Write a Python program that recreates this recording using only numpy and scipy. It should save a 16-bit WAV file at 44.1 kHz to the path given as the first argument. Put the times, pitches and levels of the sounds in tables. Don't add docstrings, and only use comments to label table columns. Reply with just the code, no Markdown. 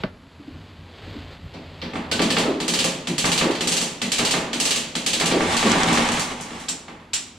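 import sys
import numpy as np
from scipy import signal
from scipy.fft import rfft, irfft, next_fast_len
from scipy.io import wavfile
from scipy.ndimage import uniform_filter1d

SR = 44100
rng = np.random.default_rng(int(sys.argv[2]) if len(sys.argv) > 2 else 0)


def log_audio(samples):
    frames = np.atleast_2d(samples).T
    limited = np.clip(frames, -1, 1)
    pcm = np.round(limited * 32767).astype(np.int16)
    wavfile.write(sys.argv[1], SR, pcm)


N = 325451
TIME = np.arange(N) / SR
TAIL = 20480
BUMP_S = 0.037

# band_hz, t60_s
REVERB_BANDS = [(250, 1), (800, 1), (1900, 0.72), (9000, 0.41)]
# frequency_hz, side_minus_mid_db
WIDTH = [(60, -18), (110, -9), (200, -33), (380, -20), (700, -6.5), (1290, -3.5), (2380, -6), (4400, -7.5),
         (8120, 1), (15000, -0.5)]
# start_s, sole_db, thud_db
STEPS = [(0.395, -38.5, -61), (0.478, -32.5, -41), (0.545, -41, -40), (.775, -65, -42),
         (1.074, -38.5, -37.5), (1.151, -32.5, -42), (1.414, -56, -35)]
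# start_s, clank_db, grunt_db, grunt_pitch_hz
STROKES = [(1.935, -47, -31, 236), (2.602, -28.5, -32, 250), (3.072, -26.5, -26.5, 178),
           (3.608, -24, -34.5, 240), (4.017, -24, -29.5, 196), (4.531, -25.5, -36, 246),
           (4.953, -24, -39, 172)]
# start_s, ring_db, tick_db, load_shake_db
TEETH = [(2.115, -23, -31.5, -29), (2.218, -27, -32, -29.5), (2.304, -22.5, -31.5, -30),
         (2.368, -26, -49, -36), (2.681, -24.5, -26.5, -31.5), (2.738, -23.5, -28, -31.5),
         (2.790, -21.5, -29, -36), (2.843, -24.5, -27, -28), (3.182, -23, -26.5, -35),
         (3.254, -25, -26.5, -58), (3.318, -22, -26.5, -36), (3.378, -22, -28, -38), (3.674, -24, -25, -34),
         (3.721, -25, -26, -36), (3.768, -25, -26.5, -37.5), (3.814, -27.5, -28.5, -34),
         (4.119, -22.5, -25, -41.5), (4.184, -24, -27.5, -36), (4.251, -22.5, -26.5, -37),
         (4.31, -22, -26.5, -37), (4.601, -24.5, -24.5, -35.5), (4.654, -24, -25, -34.5),
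         (4.708, -22, -26.5, -37), (4.761, -26.5, -28.5, -35), (5.064, -22.5, -25, -35),
         (5.133, -22.5, -27, -34), (5.200, -25, -28.5, -30.5), (5.259, -24.5, -27, -32)]
# start_s, ring_db, tick_db
SLACK_CLICKS = [(6.685, -28, -26), (7.134, -25, -24)]
# start_s, knock_db, boom_db
JERKS = [(1.536, -48, -37.5), (1.824, -38, -34), (1.956, -30, -35), (2.194, -23.5, -20.5),
         (2.368, -22.5, -22.5), (3.243, -21.5, -24), (3.412, -21, -24), (4.192, -24, -26), (4.34, -22, -26),
         (5.212, -23, -30.5), (5.314, -24, -21), (5.407, -23.5, -26.5), (5.628, -20.5, -27),
         (5.668, -25, -33), (5.727, -21, -24), (5.784, -27, -31), (5.834, -27, -26), (5.886, -22, -27),
         (5.974, -19.5, -26.5), (6.089, -22.5, -28), (6.172, -26, -32), (6.305, -39, -37), (6.40, -37, -42),
         (6.507, -38.5, -37.5), (6.61, -46, -47), (6.7, -40, -40.5), (6.882, -37.5, -41.5), (7.0, -49, -57)]
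# pitch_hz, relative_db, t60_s
LOAD_MODES = [(170, 0, .45), (235, 2, .4), (270, -2, .35), (314, -3, .45), (405, -10, .35),
              (530, -1.5, .45), (765, -7, .45), (884, -8, .5), (985, -11, .5), (1162, -8, .35)]
STEEL_MODES = [(1490, -5, .3), (1785, -3, .35), (1980, -3, .35), (2360, -2, .4), (2611, -1, .4),
               (3101, -1, .4), (3245, -1, .35), (4070, 0, .4), (4678, 1, .3), (5680, -6, .35)]
PAWL_MODES = [(2358, -5, .35), (2573, -1, .35), (2805, 2, .38), (2842, 0, .38), (3031, -1, .35),
              (3348, -3, .35), (3521, -5, .3), (3875, -3, .35), (4522, 1, .38), (7160, -2, .35),
              (7530, -2, .3), (7770, -2, .35), (8188, -5, .25), (9092, -9, .25)]
# frequency_hz, density_db
KNOCK_SPECTRUM = [(300, -8), (620, -5.5), (760, 3), (890, 3), (1020, 0), (1160, 1.5), (1400, -3),
                  (2000, -1), (3500, -8), (7000, -44), (14000, -112)]
BOOM_SPECTRUM = [(70, -65.5), (125, -10.5), (165, 2.5), (200, -6.5), (245, 4), (330, -4), (420, -4.5),
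                 (530, -6), (700, -10), (1500, -99), (6000, -99)]
CLANK_SPECTRUM = [(600, -2), (1400, -1), (2500, 7.5), (3400, 9.5), (4700, 6.5), (6000, -8), (8000, -27)]
RING_SPECTRUM = [(1000, -17.5), (1900, -3.5), (2700, 3), (4500, 3.5), (5500, -4), (6800, -60), (9000, -27)]
TICK_SPECTRUM = [(4000, -11), (5600, 2.5), (6600, 4), (7300, 4), (8100, 3.5), (8600, -1), (9050, 0.5),
                 (9600, -5), (11000, -10.5), (14000, -20.5), (16000, -59)]


def undb(db):
    return 10 ** (np.asarray(db) / 20)


def lookup(points, hz):
    known_hz, value = np.transpose(points)
    return np.interp(np.log(hz + 1), np.log(known_hz), value)


def colour(x, spectrum):
    size = 4096
    hz = np.arange(size // 2 + 1) * SR / size
    cepstrum = irfft(np.log(undb(lookup(spectrum, hz))))
    cepstrum[1:size // 2] *= 2
    cepstrum[size // 2 + 1:] = 0
    response = irfft(np.exp(rfft(cepstrum)))
    return signal.oaconvolve(x, response[None], axes=1)[:, :x.shape[1]]


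def add(out, start_s, sound):
    start = max(int(start_s * SR), 0)
    out[:, start:start + sound.shape[1]] += sound[:, :N - start]


def gather(*groups):
    return np.hstack([np.broadcast_arrays(s, db) for s, db in groups])


def through(x, response):
    return signal.fftconvolve(x[None], response[:, :TAIL], axes=1)


def reflections(size, response):
    hz = np.arange(size // 2 + 1) * SR / size
    noise = rfft(rng.standard_normal((2, size))) * rfft(response, size)
    noise[1] *= undb(lookup(WIDTH, hz))
    centres = np.log(np.transpose(REVERB_BANDS)[0])
    bands = [np.interp(np.log(hz + 1), centres, row) for row in np.eye(len(centres))]
    return np.array([irfft(noise * band) for band in bands])


def fading(early_db):
    t = TIME[:TAIL]
    decays = np.array([[np.exp(-np.log(1000) * t / t60)] for _, t60 in REVERB_BANDS])
    return decays * (1 + undb(early_db) * np.exp(-t / 0.038))


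def room(direct_db, early_db):
    tail = np.sum(reflections(TAIL, [1]) * fading(early_db), axis=0)
    mid, side = tail / np.linalg.norm(tail[0])
    mid[0] += undb(direct_db)
    return np.array([mid + side, mid - side])


def grains(size, rate_hz, spread_db):
    contacts = (rng.random(size) < rate_hz / SR) * rng.choice([-1, 1], size)
    return contacts * undb(spread_db * np.minimum(rng.exponential(size=size), 4))


def rub(envelope, response, spectrum, rate_hz, spread_db):
    sound = through(grains(N, rate_hz, spread_db), colour(response, spectrum))[:, :N]
    return sound / np.std(sound.mean(0)) * envelope


def hits(times, levels_db, spectrum, rise_s, early_db, crack_db=-40):
    out, t = np.zeros((2, N)), TIME[:TAIL]
    paths = reflections(4 * TAIL, colour(signal.unit_impulse(TAIL // 4)[None], spectrum))
    shared_paths = paths[:, :, -TAIL:]
    attack = 1 - np.exp(-(t / rise_s) ** 2)
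    crack = 1 + undb(crack_db) * np.exp(-(t / 0.0041) ** 2)
    envelope = fading(early_db) * attack * crack
    for s, db, place in zip(times, levels_db, rng.random(len(times))):
        start = int(place * (paths.shape[2] - 2 * TAIL))
        new_paths = undb(-5) * paths[:, :, start:start + TAIL]
        mid, side = np.sum((new_paths + shared_paths) * envelope, axis=0)
        peak_power = uniform_filter1d(mid[:TAIL // 4] ** 2, size=600).max()
        add(out, s - .002, np.array([mid + side, mid - side]) * undb(db) / np.sqrt(peak_power))
    return out


def chime(times, levels_db, modes, rise_s):
    scatter_db, detune = 3.5, .0015
    out, t = np.zeros((2, N)), TIME[:TAIL]
    hz, db, t60 = np.transpose(modes)
    rings = np.exp(np.outer(2j * np.pi * hz - np.log(1000) / t60, t)) * (1 - np.exp(-t / rise_s))
    for s, level_db in zip(times, levels_db):
        strength = undb(db + scatter_db * rng.standard_normal(len(hz)))
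        weights = strength / np.linalg.norm(strength) * np.exp(2j * np.pi * rng.random((2, len(hz))))
        weights[1] *= undb(lookup(WIDTH, hz))
        detuned = t * (1 + detune * rng.standard_normal())
        mid, side = (np.interp(detuned, t, ring) for ring in (weights @ rings).real)
        add(out, s, np.array([mid + side, mid - side]) * np.sqrt(2) * undb(level_db))
    return out


def background():
    # frequency_hz, density_db
    deep_spectrum = [(15, -51), (30, -17), (48, -6.5), (70, -8), (93, 5), (115, -12.5), (160, -6),
                     (400, -64)]
    air_spectrum = [(59, -7), (100, -5), (252, 7.5), (646, -18.5), (983, -7.5), (1400, -14.5), (3110, -28),
                    (7830, -29.5), (9070, -46), (10700, -29.5), (15000, -61)]
    space = room(direct_db=46, early_db=-14)
    rumble = rub(shudder(), space, deep_spectrum, rate_hz=2000, spread_db=2.5)
    return rumble + rub(undb(-50), space, air_spectrum, rate_hz=15000, spread_db=0)


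def shudder():
    step_s, _, thud_db = np.transpose(STEPS)
    jerk_s, _, boom_db = np.transpose(JERKS)
    power = ((movement() * undb(1.5)) ** 2 + (scraping() * undb(-20)) ** 2)[None]
    age = TIME[None, :TAIL] / 0.032
    swell = age * np.exp(1 - age)
    for s, db in gather((step_s, thud_db), (jerk_s, boom_db - 20.5), ([BUMP_S], -39.5)).T:
        add(power, s, (undb(db) * swell) ** 2)
    return np.sqrt(power[0])


def movement():
    # middle_s, half_length_s, level_db
    swishes = [(-0, 0.041, -42), (0.623, 0.25, -50), (1.126, 0.16, -42.5), (1.325, 0.033, -44.5),
               (1.947, 0.48, -45.5), (6.9, 0.45, -79)]
    power = sum(undb(db) ** 2 * np.exp(-((TIME - s) / length) ** 2) for s, length, db in swishes)
    return np.sqrt(power + undb(-56.5) ** 2)


def clothes():
    # frequency_hz, density_db
    fabric_spectrum = [(150, -8), (400, 21), (1100, 13), (1800, 12), (3200, 12), (4700, 8), (5600, -7.5),
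                       (8200, -7.5), (9200, -36), (12000, -14.5), (16000, -53)]
    space = room(direct_db=57, early_db=-14)
    return rub(movement(), space, fabric_spectrum, rate_hz=3500, spread_db=-0.5)


def bump():
    # frequency_hz, density_db
    thump_spectrum = [(30, -2), (90, -14), (140, 4), (190, 12), (270, 7), (400, -2), (480, -7), (600, 3),
                      (900, -14), (1700, -19), (2600, -32), (6000, -70)]
    clack_spectrum = [(250, -2), (500, 7), (1000, -1), (1600, 5), (2200, 0), (3000, -3), (4700, -7),
                      (7000, -40)]
    out, t = np.zeros((2, N)), TIME[:TAIL // 4]
    brush = grains(len(t), rate_hz=6000, spread_db=1.5) * t * np.exp(-t / 0.005)
    thump = colour(through(brush, room(direct_db=19.5, early_db=-6)), thump_spectrum)
    add(out, BUMP_S, thump * undb(-29.5) / np.std(thump[:, :len(t)]))
    return out + hits([BUMP_S], [-25], clack_spectrum, rise_s=0.001, early_db=22, crack_db=14)


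def footsteps():
    # frequency_hz, density_db
    sole_spectrum = [(40, -5), (90, -23), (250, 27.5), (420, 9), (900, -26), (3000, -42), (8000, -45)]
    s, sole_db, _ = np.transpose(STEPS)
    return hits(s, sole_db, sole_spectrum, rise_s=0.0034, early_db=44)


def scraping():
    # time_s, level_db
    friction = [(5.22, -32), (5.52, -19), (5.6, -23.5), (5.632, -19.5), (6.174, -25), (6.262, -33.5),
                (6.622, -38.5), (6.66, -43.5)]
    attack_db_per_s, release_db_per_s = 612, 65
    s, db = np.transpose(friction)
    before, after = np.maximum(s[0] - TIME, 0), np.maximum(TIME - s[-1], 0)
    return undb(np.interp(TIME, s, db) - attack_db_per_s * before - release_db_per_s * after)


def surges():
    depth_db, rate_hz = 2.5, 28
    knots = np.arange(0, TIME[-1] + 1, 1 / rate_hz)
    spurts = np.clip(rng.standard_normal(len(knots)), -2, 1)
    return undb(depth_db * np.interp(TIME, knots, spurts))


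def load_response():
    t = TIME[:TAIL // 2]
    ring = sum(undb(db) / np.sqrt(t60) * np.cos(2 * np.pi * hz * t) * np.exp(-np.log(1000) * t / t60)
               for hz, db, t60 in LOAD_MODES)
    ring *= undb(-21) / np.linalg.norm(ring)
    ring[0] += 1
    return ring


def slide():
    # frequency_hz, density_db
    hiss_spectrum = [(1500, -10), (2800, 5), (4500, 2), (6000, -1), (7800, 0), (10000, -10), (13000, -26),
                     (16000, -37)]
    force = scraping() * surges()
    body = through(load_response(), room(direct_db=-14, early_db=11.5))
    grit = rub(force * undb(-3.5), body, KNOCK_SPECTRUM, rate_hz=300, spread_db=2)
    rumble = rub(force * undb(-9), body, BOOM_SPECTRUM, rate_hz=250, spread_db=7.5)
    space = room(direct_db=-25, early_db=-22)
    hiss = rub(force * undb(-7.5), space, hiss_spectrum, rate_hz=210, spread_db=2.5)
    return grit + rumble + hiss


def cracks():
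    # start_s, level_db
    snags = [(5.318, -28), (5.719, -21), (5.784, -33), (5.834, -21), (5.955, -26), (5.981, -31),
             (6.089, -27)]
    # frequency_hz, density_db
    crack_spectrum = [(300, -18), (1000, 2), (2500, 4), (4200, 2), (5200, -1), (8000, -3), (10500, -19),
                      (14000, -50)]
    space = room(direct_db=-4, early_db=14)
    crackle = rub(scraping() * undb(-15), space, crack_spectrum, rate_hz=70, spread_db=3)
    return crackle + hits(*np.transpose(snags), crack_spectrum, rise_s=0.00088, early_db=-5, crack_db=18)


def grunt(length_s, level_db, pitch_hz, direct_db):
    slips = grains(int(length_s * SR), rate_hz=1200, spread_db=2.2)
    # ratio_to_pitch, density_db
    peak = [(0.19, -48), (0.55, -34), (0.894, -1), (1, 0), (1.35, -3), (2.23, -15), (5, -30), (20, -65)]
    spectrum = [(pitch_hz * ratio, db) for ratio, db in peak]
    sound = colour(through(slips, room(direct_db, early_db=6)), spectrum)
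    return sound * undb(level_db) / np.std(sound[:, :len(slips) + TAIL // 40])


def judders():
    # start_s, level_db, pitch_hz
    slips = [(2.45, -20, 287), (3.455, -21, 324), (5.335, -20.5, 330), (5.64, -19.5, 227)]
    delay_s, grunt_s, slip_s = .02, .048, .05
    out = np.zeros((2, N))
    for s, _, db, hz in STROKES:
        add(out, s + delay_s, grunt(grunt_s, db, hz, direct_db=4.5))
    for s, _, boom_db in JERKS:
        add(out, s + delay_s, grunt(grunt_s, boom_db - 7.5, pitch_hz=232, direct_db=7))
    for s, db, hz in slips:
        add(out, s, grunt(slip_s, db, hz, direct_db=0))
    return out


def knocks():
    jerk_s, knock_db, boom_db = np.transpose(JERKS)
    catch_s, *_ = np.transpose(STROKES)
    snap_s, _, _, shake_db = np.transpose(TEETH)
    slack_s, *_ = np.transpose(SLACK_CLICKS)
    blows = gather((jerk_s, knock_db), (catch_s, -34), (snap_s, shake_db), (slack_s, -45))
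    knock = hits(*blows, KNOCK_SPECTRUM, rise_s=0.0013, early_db=-15, crack_db=1.5)
    s, db = gather((jerk_s, boom_db), (catch_s, -32), (snap_s, shake_db + 2))
    boom = hits(s, db, BOOM_SPECTRUM, rise_s=0.0075, early_db=-3.5)
    return knock + boom + chime(s, db + 1, LOAD_MODES, rise_s=0.011)


def pings():
    # start_s, pitch_hz, level_db
    notes = [(2.116, 1510, -29), (2.217, 3300, -34), (2.303, 1755, -31), (4.018, 2016, -36),
             (6.196, 4570, -35), (6.685, 5640, -38), (7.134, 5685, -33)]
    t60_s, beat_hz = 0.31, 23
    return sum(chime([s], [db], [(hz, 0, t60_s), (hz + beat_hz, -7, t60_s)], rise_s=0.0022)
               for s, hz, db in notes)


def hooks():
    # start_s, clank_db, tick_db
    collisions = [(1.54, -45.5, -65), (1.817, -34, -69), (2.194, -26, -47), (2.219, -27.5, -42),
                  (2.365, -30, -47), (2.385, -27.5, -30), (3.51, -32, -40.5), (3.552, -31.5, -42),
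                  (5.318, -28.5, -49), (5.568, -23, -26.5), (5.664, -34, -34), (5.717, -36, -46),
                  (5.93, -30, -29), (5.975, -31, -38), (6.119, -32.5, -31.5), (6.196, -30, -28.5),
                  (6.411, -46, -38), (6.6, -48, -45)]
    s, clank_db, tick_db = np.transpose(collisions)
    clanks = hits(s, clank_db, CLANK_SPECTRUM, rise_s=0.00066, early_db=-17, crack_db=-13)
    ticks = hits(s, tick_db, TICK_SPECTRUM, rise_s=0.00092, early_db=-20, crack_db=-8)
    return clanks + ticks + chime(s, clank_db - 4.5, STEEL_MODES, rise_s=0.0032)


def handle():
    catch_s, catch_db, *_ = np.transpose(STROKES)
    jerk_s, knock_db, _ = np.transpose(JERKS)
    s, clank_db = gather((catch_s, catch_db), (jerk_s, knock_db - 10.5))
    _, tick_db = gather((catch_s, catch_db - 7), (jerk_s, knock_db - 21))
    clanks = hits(s, clank_db, CLANK_SPECTRUM, rise_s=0.0037, early_db=-5.5, crack_db=9)
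    ticks = hits(s, tick_db, TICK_SPECTRUM, rise_s=0.0028, early_db=-28)
    return clanks + ticks + chime(s, clank_db - 8, STEEL_MODES, rise_s=0.0058)


def slack_clicks():
    # frequency_hz, density_db
    slack_spectrum = [(4000, -16.5), (5700, -3), (6300, -8), (7100, 1), (7900, -0.5), (8600, -8.5),
                      (9600, -14.5), (11000, -20.5), (14000, -34), (16000, -51)]
    s, ring_db, tick_db = np.transpose(SLACK_CLICKS)
    snaps = hits(s, ring_db, RING_SPECTRUM, rise_s=0.0014, early_db=7)
    ticks = hits(s, tick_db, slack_spectrum, rise_s=0.005, early_db=4.5)
    modes = [(hz, db + 0.54 * lookup(slack_spectrum, hz), t60) for hz, db, t60 in PAWL_MODES]
    return snaps + ticks + chime(s, ring_db - 8, modes, rise_s=0.00078)


def pawl():
    s, ring_db, tick_db, _ = np.transpose(TEETH)
    snaps = hits(s, ring_db, RING_SPECTRUM, rise_s=0.001, early_db=-3, crack_db=-17)
    ticks = hits(s, tick_db, TICK_SPECTRUM, rise_s=0.0013, early_db=-15.5, crack_db=-25)
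    return snaps + ticks + chime(s, ring_db - 5, PAWL_MODES, rise_s=0.0079)


def scene():
    # frequency_hz, left_minus_right_db
    corner = [(250, 0.36), (550, -0.5), (1000, -2.5), (2000, -0.9), (4500, 0.1), (8000, -1.5), (12000, 0)]
    winch = pawl() + slack_clicks() + handle() + hooks() + pings()
    load = knocks() + judders() + cracks() + slide()
    size = next_fast_len(N, True)
    lean_db = lookup(corner, np.arange(size // 2 + 1) * SR / size)
    placed = irfft(rfft(winch + load, size) * undb([lean_db / 2, -lean_db / 2]), size)[:, :N]
    return placed + bump() + footsteps() + clothes() + background()


def record(dry):
    cutoff_hz = 15500
    return signal.sosfilt(signal.ellip(8, .2, 70, cutoff_hz, fs=SR, output="sos"), dry)


dry = scene()
out = record(dry)
log_audio(out)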